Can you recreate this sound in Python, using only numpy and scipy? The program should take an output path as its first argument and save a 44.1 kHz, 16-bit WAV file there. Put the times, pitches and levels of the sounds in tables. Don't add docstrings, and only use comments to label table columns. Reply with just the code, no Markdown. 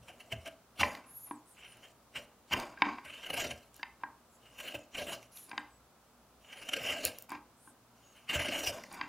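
import sys
import numpy as np
from scipy import signal
from scipy.fft import irfft
from scipy.io import wavfile
from scipy.ndimage import uniform_filter1d

SR = 44100
rng = np.random.default_rng(int(sys.argv[2]) if len(sys.argv) > 2 else 0)


def store_wav(level_fs):
    pcm = np.round(np.clip(np.atleast_2d(level_fs), -1, 1) * 32767)
    wavfile.write(sys.argv[1], SR, pcm.T.astype(np.int16))


N = 400428
T = np.arange(N) / SR

def gain_of(db):
    return 10 ** (np.asarray(db) / 20)

def unit(h):
    return h / np.sqrt(np.sum(h ** 2) + 1e-30)

def add(mix, start_s, sound):
    part = mix[round(start_s * SR):][:len(sound)]
    part += sound[:len(part)]

def stroke(length_s, top, first, peak, last):
    position = np.linspace(0, 1, round(length_s * SR))
    return np.interp(position, (0, np.clip(top, .01, .99), 1), (first, peak, last))

def soft(x):
    return x * signal.windows.tukey(len(x), .1)

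def slow_noise(samples):
    noise = uniform_filter1d(uniform_filter1d(rng.standard_normal(N), samples), samples)
    return noise / noise.std()

def colour(x, points):
    grid_hz = np.fft.rfftfreq(4096, 1 / SR)
    hz, db = np.transpose(points)
    spectrum = gain_of(np.interp(np.log(grid_hz + 1), np.log(hz), db))
    response = np.roll(irfft(spectrum), 2048) * np.hanning(4096)
    return signal.oaconvolve(x, unit(response), "same")

def ring(modes, floor_hz):
    t = T[:8192]
    response = sum((-1) ** k * gain_of(db) * width_hz * np.exp(-np.pi * width_hz * t)
                   * np.sin(2 * np.pi * hz * t) for k, (hz, width_hz, db) in enumerate(modes))
    return unit(signal.sosfilt(signal.butter(2, floor_hz, "high", fs=SR, output="sos"), response))

# frequency in Hz, relative density in dB.
AIR_SPECTRUM = [(15, -60), (25, -17.5), (48, -16.5), (87, -6.5), (108, -11), (242, -4.5), (301, -10.5),
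                (451, -9.5), (641, -9), (1290, -11), (1840, -20.5), (14000, -29.5), (16000, -28)]
# frequency in Hz, nominal rms level in dB.
HUM_PARTIALS = [(59.2, -79.5), (118.4, -79.5), (236.9, -81)]

def air(noise_db=-65.5):
    tone = gain_of(noise_db) * colour(rng.standard_normal(N), AIR_SPECTRUM)
    for hz, db in HUM_PARTIALS:
        waver = uniform_filter1d(rng.standard_normal(N), 6000)
        amplitude = gain_of(db + 3 + 3.5 * waver / waver.std())
        tone += amplitude * np.sin(2 * np.pi * (hz * T + rng.random()))
    return tone

# frequency in Hz, relative density in dB.
SIDE_SPECTRUM = [(15, -31), (25, -5), (249, -3), (363, -3), (1020, -9.5), (16000, -7.5)]

def side_hiss(level_db=-70.5):
    return gain_of(level_db) * colour(rng.standard_normal(N), SIDE_SPECTRUM)

def reflections(x, build_s=0.014, t60_s=0.31):
    taps = np.zeros(SR // 2)
    slots, t = np.arange(200, len(taps) - 20, 20), T[:len(taps)]
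    taps[slots + rng.integers(0, 20, len(slots))] = rng.choice([-1., 1.], len(slots))
    build = 1 - np.exp(-(t / build_s) ** 2)
    tail = signal.lfilter([1], [1, -.87], taps * build * gain_of(-60 * t / t60_s))
    return signal.oaconvolve(x, unit(tail))[:N]

# frequency in Hz, width in Hz, level in dB.
BENCH_MODES = [(57.6, 31, -7), (123, 51, -5)]
# start in seconds, drive level in dB.
BENCH_THUDS = [(0.0, -55), (0.321, -39), (0.363, -51), (0.791, -37.5), (2.154, -54), (2.518, -43),
               (2.809, -56), (3.041, -56), (3.3, -46), (3.364, -48), (3.438, -47), (3.51, -51.5),
               (6.8, -48), (7.045, -47), (8.346, -35), (8.66, -40)]

def thuds(length_s=0.032):
    shove, u = np.zeros(N), np.arange(0, 5, 1 / (SR * length_s))
    for start_s, db in BENCH_THUDS:
        add(shove, start_s, gain_of(db - 5.0) * 3 * u * np.exp(1 - 3 * u))
    return signal.oaconvolve(shove * rng.standard_normal(N), ring(BENCH_MODES, 39))[:N]

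# start and length in seconds, fastest point 0-1, peak level in dB,
# thread pitch in Hz at the start, fastest point and end, fraction of cloth rubbing.
SLEEVE_MOVES = [(1.055, .36, 0.5, -49.5, 10740, 11600, 8900, 0.46),
                (1.449, 0.18, 0.32, -63, 8040, 9500, 5400, 0.77),
                (1.567, 0.074, 0.54, -67, 9000, 7800, 8400, 0.56),
                (1.632, 0.15, 0.46, -65.5, 9040, 9800, 9500, 0.7),
                (4.294, 0.12, 0.47, -71.5, 8500, 7500, 7500, 0.97),
                (5.311, 0.26, 0.28, -54.5, 10600, 11500, 9600, 0.98),
                (5.487, 0.089, 0.053, -63, 9600, 9700, 8800, 0.4),
                (5.565, 0.068, 0.45, -64, 8150, 8500, 6400, 0.3),
                (5.682, 0.13, 0.42, -71, 8500, 7950, 7900, 0.2),
                (7.562, 0.19, 0.66, -64.5, 7800, 9400, 9000, 0.88),
                (7.994, 0.25, 0.34, -69.5, 7200, 6700, 6400, 0)]
# pitch ratio, relative level in dB.
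SIDE_THREADS = [(.8, -22), (.88, -8), (.93, -8), (1.04, -9)]
# frequency in Hz, width in Hz, level in dB.
CLOTH_BANDS = [(6940, 370, -2.5), (9300, 900, -1.5), (10880, 930, 5)]

def sleeve(ends_db=-14.5, rustle_db=-1.5):
    hz, area, strength = np.full(N, 8000.), np.zeros(N), np.zeros(N)
    for start_s, length_s, top, db, start_hz, top_hz, end_hz, rubbing in SLEEVE_MOVES:
        speed = np.sin(np.pi / 2 * stroke(length_s, top, 0, 1, 2.7))
        rest_hz = np.where(np.arange(len(speed)) < speed.argmax(), start_hz, end_hz)
        span = slice(round(start_s * SR), round(start_s * SR) + len(speed))
        hz[span] = rest_hz + (top_hz - rest_hz) * speed
        area[span] = rubbing
        strength[span] = soft(gain_of(db + ends_db * (1 - speed)))
    whistles, power = np.zeros(N), np.zeros(N)
    for ratio, db in [(0.99, None)] + SIDE_THREADS:
        wobble, drift, flutter = (unit(uniform_filter1d(rng.standard_normal(N), samples)) * np.sqrt(N)
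                                  for samples in (30, 2500, 900))
        size = 1 if db is None else gain_of(db - 1.0 - 14 * (1 - area) ** 2)
        pitch_hz = ratio * hz * (1 + .04 * area ** 2 * wobble + .02 * area * drift)
        whistles += size * gain_of(5.05 * flutter) * np.sin(2 * np.pi * np.cumsum(pitch_hz) / SR)
        power += size ** 2
    hiss = signal.oaconvolve(rng.standard_normal(N), ring(CLOTH_BANDS, 3000))[:N]
    return strength * (whistles / np.sqrt(power) + gain_of(rustle_db) * area * hiss)

# frequency in Hz, level in dB, base t60 in seconds.
FREE_MODES = [(247, -13.5, 0.12), (299, -5, 0.083), (837, -9, 0.11), (960, 2, 0.057), (1043, 0, 0.079),
              (1602, -3, 0.066), (1850, -9.5, 0.065), (2057, 4.5, 0.02), (2323, 4, 0.024),
              (2620, -6.5, 0.034), (3040, -9, 0.0292), (3670, -8, 0.021), (4796, -10.5, 0.02),
              (6540, -15.5, 0.015)]

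def struck(spot_db, damping, scatter):
    t, out = T[:8000], 0
    spot_curve_db = (*spot_db[:3], 0, 0, spot_db[3])
    for (hz, db, t60_s), (detune, size) in zip(FREE_MODES, scatter):
        weight_db = np.interp(hz, (300, 1000, 1650, 2000, 2400, 4500), spot_curve_db)
        decay = gain_of(db + weight_db + 2.8 * size - 60 * damping * t / t60_s)
        swell = 1 - np.exp(-t * hz / 1.58)
        out += decay * swell * np.sin(2 * np.pi * hz * (1 + .015 * detune) * t)
    return out

# start in seconds, peak in dB, then weights in dB for the low modes
# (up when the blank lies loose), the mode near 1600 Hz and the top modes (up on a hard landing).
TOOL_KNOCKS = [(0.832, -12.5, -10.5, -34, -24), (0.95, -36.5, -10, -13, 11), (1.31, -29.5, 10, 7, 6),
               (2.544, -26.5, -4, -12, -12), (2.774, -40.5, -12, 9, 0), (2.82, -10, -2, -7, 11),
               (2.853, -31, -8, 5, -3), (2.868, -25.5, 6, -10, -20), (2.888, -34, 0, -5, 15),
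               (2.984, -33, -1, 0, 1), (3.795, -45.5, 3, 18, 18), (3.83, -25.5, -10.5, -2, 12),
               (4.035, -25, 0.5, 7.5, 2), (5.514, -34, -4, 2, 13), (5.531, -35.5, 5, -15, -15),
               (5.578, -22, -4, -2.5, 14.5), (7.303, -40.5, 4, 1, 25), (7.318, -31.5, 9, 11, 13),
               (7.674, -46, 9.5, 11, -1), (8.783, -42, -0.5, 2.5, -15), (8.838, -38, -15, -8, -6),
               (8.915, -42, 4, 5, 28), (8.937, -41, -15, 0, 11), (9.012, -22, -7, 0, 11.5)]

def knocks():
    out = np.zeros(N)
    for start_s, db, low_db, mid_db, top_db in TOOL_KNOCKS:
        chance = rng.standard_normal(100)
        scatter = chance[:2 * len(FREE_MODES)].reshape(-1, 2)
        modes = struck((1.77 * low_db, 0.98 * low_db, mid_db, top_db), damping=1.59, scatter=scatter)
        contact = (1 + .15 * chance[-13:]) * np.hanning(13)
        blow = np.convolve(modes, contact)
        add(out, start_s, gain_of(db) * blow / abs(blow).max())
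    return out

# frequency in Hz, width in Hz, level in dB.
SHAFT_MODES = [(4140, 450, -0.5), (5080, 123, 9), (5790, 186, 9), (6820, 180, 8.5), (7530, 270, 0),
               (8460, 210, 4.5), (9480, 160, -0.5), (10460, 160, 7), (11230, 290, -5), (13210, 200, 2),
               (14750, 280, -1.5)]
# time in seconds, peak in dB, pitch in Hz.
SHAVING_SNAPS = [(0.9515, -37, 4060), (1.494, -54, 12600), (1.7714, -49, 10400), (2.6, -32.5, 4800),
                 (3.7436, -45, 8020), (3.765, -41, 12900), (4.793, -50, 8000), (5.2294, -45, 2210),
                 (5.3736, -41, 3580), (5.4954, -46, 4700), (6.833, -40, 13300), (7.052, -13.5, 10700),
                 (7.062, -38, 11000), (7.069, -29, 11500), (7.075, -30, 10500), (7.1863, -29.5, 13400),
                 (7.224, -35, 13700), (7.295, -41, 10700), (7.305, -43, 7000), (7.32, -39, 10800),
                 (8.837, -43, 5350), (8.9283, -35, 8700), (8.9444, -40, 10700)]

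def snaps(width_ratio=0.18, steel_db=-7, curl_db=-11.5, curl_s=0.0095):
    out, t = np.zeros(N), T[:2600]
    steel = ring(SHAFT_MODES, 3000)[:300] * np.exp(-t[:300] / 0.00128)
    envelope = unit(t * np.exp(-t / 0.00055)) + gain_of(curl_db) * unit(t * np.exp(-t / curl_s))
    for time_s, db, hz in SHAVING_SNAPS:
        burst = rng.standard_normal(len(t)) * envelope
        shaving = np.exp(-np.pi * width_ratio * hz * t) * np.sin(2 * np.pi * hz * t)
        crack = np.convolve(np.diff(burst, prepend=0), shaving[:300])
        snap = unit(crack) + gain_of(steel_db) * unit(np.convolve(burst, steel))
        add(out, time_s - .001, gain_of(db) * snap / abs(snap).max())
    return out

# start and length in seconds,
# loudest point 0-1, blade drive in dB, blank and fizz drives in dB re blade.
PUSHES_AND_RUSTLES = [(0.0, 0.55, 0.026, -70, 4.5, -4.5), (0.745, 0.28, 0.26, -48, 6.5, -2),
                      (1.534, 0.4, 0.23, -57, -14.5, -18), (2.117, 0.14, 0.4, -56, 5.5, -5),
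                      (2.467, 0.27, 0.38, -59, 14.5, 4), (3.034, 0.66, 0.037, -48.5, -14, -16.5),
                      (3.18, 0.43, 0.63, -54, 9.5, -0.5), (3.727, 0.11, 0.3, -72, -15, 3),
                      (4.39, 0.35, 0.96, -51, -15, -11.5), (4.586, 0.28, 0.2, -63.5, 9.5, 6.5),
                      (4.902, 0.38, 0.21, -59.5, 2, 6.5), (5.307, 0.19, .35, -75, -6, 13),
                      (6.381, 0.89, 0.58, -38.5, -6.5, -12), (7.94, 0.45, .93, -69, -25, -9),
                      (8.284, 0.43, 0.75, -39.5, -4, -9.5), (8.711, 0.22, 0.089, -57.5, 6, 0),
                      (8.897, 0.11, 0.3, -68.5, -7, 10)]
# start and length in seconds, loudest point 0-1, drive in dB.
BREAKOUTS_AND_DRAGS = [(0.788, 0.034, 0.3, -44), (0.807, 0.033, 0.31, -28.5), (2.508, .05, 0.55, -39),
                       (0.82, 0.34, 0.33, -50), (1.261, 0.13, 0.098, -61.5), (2.52, 0.27, 0.16, -40.5),
                       (2.783, 0.067, 0.63, -50), (2.837, 0.24, 0.056, -41), (3.785, 0.074, 0.066, -60),
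                       (3.995, 0.14, .1, -64), (5.475, 0.3, 0.34, -56), (7.287, 0.11, 0.61, -47.5),
                       (8.702, 0.3, 0.079, -51), (8.9, 0.35, 0.41, -48.5)]

def friction(start_db=(-76, -75.5, -79.5), end_db=(-75, -71.5, -74.5), judder_db=1.7):
    power = np.zeros((4, N))
    for start_s, length_s, top, db, blank_db, fizz_db in PUSHES_AND_RUSTLES:
        peaks_db = (db, db + blank_db, db + fizz_db)
        for line, first, peak, last in zip(power, start_db, peaks_db, end_db):
            level_db = stroke(length_s, top, min(first, peak), peak, min(last, peak))
            add(line, start_s, soft(gain_of(level_db)) ** 2)
    for start_s, length_s, top, db in BREAKOUTS_AND_DRAGS:
        level_db = db + stroke(length_s, top, first=-4, peak=0, last=-24.5)
        add(power[3], start_s, soft(gain_of(level_db)) ** 2)
    return power * gain_of(judder_db * slow_noise(300)) ** 2

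# time in seconds, blade drive in dB, length in seconds,
# blank and fizz drives in dB re blade.
EDGE_SLIPS = [(0.08, -40, 0.031, -6.5, -11), (0.199, -41.5, 0.022, -26, -8.5),
              (0.319, -27.5, 0.02, -7, -13), (0.457, -35.5, 0.021, -3.5, -12.5),
              (0.473, -34, 0.014, -1.5, -11.5), (0.796, -19, 0.025, -21, -13), (0.808, -25, 0.013, -7, -3),
              (1.564, -53, 0.075, -24, -13), (1.643, -45.5, 0.027, -20, -26), (1.722, -53, 0.049, -20, -18),
              (1.825, -43, 0.051, -19, -16), (2.155, -28, 0.033, -24, -16.5), (2.516, -25, 0.025, -26, -14),
              (2.529, -14.5, 0.013, -14, -15.5), (3.047, -41.5, 0.018, -5.5, -8.5),
              (3.23, -33, 0.028, -24, -19), (3.261, -32.5, 0.018, -17, -12),
              (3.3004, -24.5, 0.01, -2.5, -11.5), (3.332, -28.5, 0.026, -4.5, -10),
              (3.366, -27, 0.038, -6, -9.5), (3.396, -24.5, 0.03, -22, -8),
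              (3.441, -27.5, 0.017, -13, -8.5), (3.505, -28, 0.02, -7, -13),
              (4.454, -49, 0.022, -20.5, -14), (4.581, -38.5, .025, -16, -8.5),
              (4.599, -32, 0.019, -17, -9), (4.63, -38, 0.089, -13, -21), (4.675, -34, 0.02, -12, -6.5),
              (4.742, -30, 0.022, -2, -10.5), (4.946, -29.5, 0.022, -17, -14),
              (4.971, -29.5, 0.057, -3, -7.5), (5.017, -33.5, 0.02, 0.5, -8), (5.067, -34.5, 0.012, 2, -8),
              (5.077, -34, 0.048, -4, -6.5), (5.117, -35.5, 0.041, -1, -1.5), (6.443, -46, 0.015, -28, -31),
              (6.479, -46, 0.084, -20, -18), (6.525, -36.5, 0.02, -31, -15), (6.564, -41.5, 0.04, -13, -13),
              (6.615, -39, 0.027, -20, -11.5), (6.687, -24.5, 0.011, -11, -11.5),
              (6.733, -20.5, 0.012, -9, -11), (6.765, -29, 0.011, 2.5, -7.5),
              (6.903, -28.5, 0.016, -1.5, -11), (7.034, -29.5, 0.063, -3, -7.5),
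              (8.152, -50.5, 0.06, -16, -11), (8.291, -23.5, 0.024, -16, -13),
              (8.303, -26.5, 0.03, -9, -13), (8.331, -21.5, 0.053, -8.5, -11.5),
              (8.392, -21, 0.023, -7.5, -14.5), (8.412, -27, 0.035, -26, -12.5),
              (8.445, -27, 0.035, -3.5, -13.5), (8.483, -24.5, 0.013, -1.5, -12.5),
              (8.509, -28, 0.078, -9, -12), (8.55, -31, .02, -13, -17), (8.588, -33, 0.018, -6, -2),
              (8.633, -31, 0.026, -1, -3.5), (8.662, -25, 0.039, -5, -5.5),
              (8.688, -34.5, 0.025, 3.5, -2.5)]

def slips(creep_s=0.021, creep_db=-19):
    power = np.zeros((4, N))
    creep = soft(gain_of(creep_db + stroke(creep_s + 0.0021, 0.94, -22.5, 0, 0)))
    for time_s, db, length_s, blank_db, fizz_db in EDGE_SLIPS:
        u = np.arange(0, 4, 1 / (SR * length_s))
        lurch = gain_of(-8.5) * (2.078 * u * np.exp(1 - 2.181 * u)) ** 2.39
        for line, part_db in zip(power, (0, blank_db, fizz_db, -24)):
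            gain = gain_of(db + part_db)
            add(line, time_s - 0.18 * length_s, (gain * lurch) ** 2)
            add(line, time_s - creep_s, (gain * creep) ** 2)
    return power

def fibres(per_s, spread_db):
    size = gain_of(spread_db * np.minimum(rng.exponential(1, N), 4))
    breaks = size * (rng.random(N) < per_s / SR) * rng.standard_normal(N)
    return breaks / breaks.std()

def shifting_grip(x, depth_db, width_bins):
    spectrum = signal.stft(x, nperseg=256, noverlap=192)[2]
    drift = uniform_filter1d(rng.standard_normal(spectrum.shape[::-1]), 40, axis=0)
    patches = uniform_filter1d(drift, width_bins, axis=1).T
    spectrum *= gain_of(depth_db * patches / patches.std())
    return signal.istft(spectrum, nperseg=256, noverlap=192)[1][:N]

def wander(x, lag_rms_s):
    return np.interp(T + lag_rms_s * slow_noise(1500), T, x)

# frequency in Hz, width in Hz, level in dB.
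BLADE_MODES = [(1313, 610, 0.5), (1590, 56, 12.5), (2185, 370, 8.5), (2700, 156, 14), (2860, 113, 17.5),
               (3103, 120, 13), (3620, 69, 0.5)]
BLANK_MODES = [(265.7, 100, -7), (560, 45, -1.5), (600, 52.6, 1.5), (652, 78, -1.5)]
# frequency in Hz, relative density in dB.
FIZZ_SPECTRUM = [(2240, -4), (3800, -2.5), (4780, -3.5), (5750, -18.5), (8060, -9.5), (14500, -11.5),
                 (16000, -29)]

def gouge():
    blade, blank, fizz, free = np.sqrt(friction() + slips()) * fibres(per_s=30000, spread_db=0.74)
    fizz = shifting_grip(fizz, depth_db=3.5, width_bins=7)
    out = gain_of(-3) * colour(fizz, FIZZ_SPECTRUM)
    out += wander(signal.oaconvolve(blank, ring(BLANK_MODES, 290))[:N], lag_rms_s=.0013)
    out += wander(signal.oaconvolve(blade, ring(BLADE_MODES, 790))[:N], lag_rms_s=.0003)
    out += signal.oaconvolve(fizz, ring(SHAFT_MODES, 2300))[:N]
    out += gain_of(-19) * signal.oaconvolve(blank, ring(BENCH_MODES, 38))[:N]
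    free_ring = struck((7.0, -0.5, -0.5, 5.0), damping=3.6, scatter=np.zeros((len(FREE_MODES), 2)))
    out += signal.oaconvolve(free, unit(free_ring))[:N]
    return shifting_grip(out, depth_db=1.6, width_bins=3)

def scene():
    work = gouge() + knocks() + snaps() + thuds() + sleeve()
    mid = work + gain_of(-15.5) * reflections(work) + air()
    side = side_hiss()
    return np.array([mid + side, mid - side])

def record(dry):
    lowpass = signal.firwin(511, 15900, window=("kaiser", 9), fs=SR)
    return signal.oaconvolve(dry, lowpass[None], "same")

dry = scene()
out = record(dry)
store_wav(out)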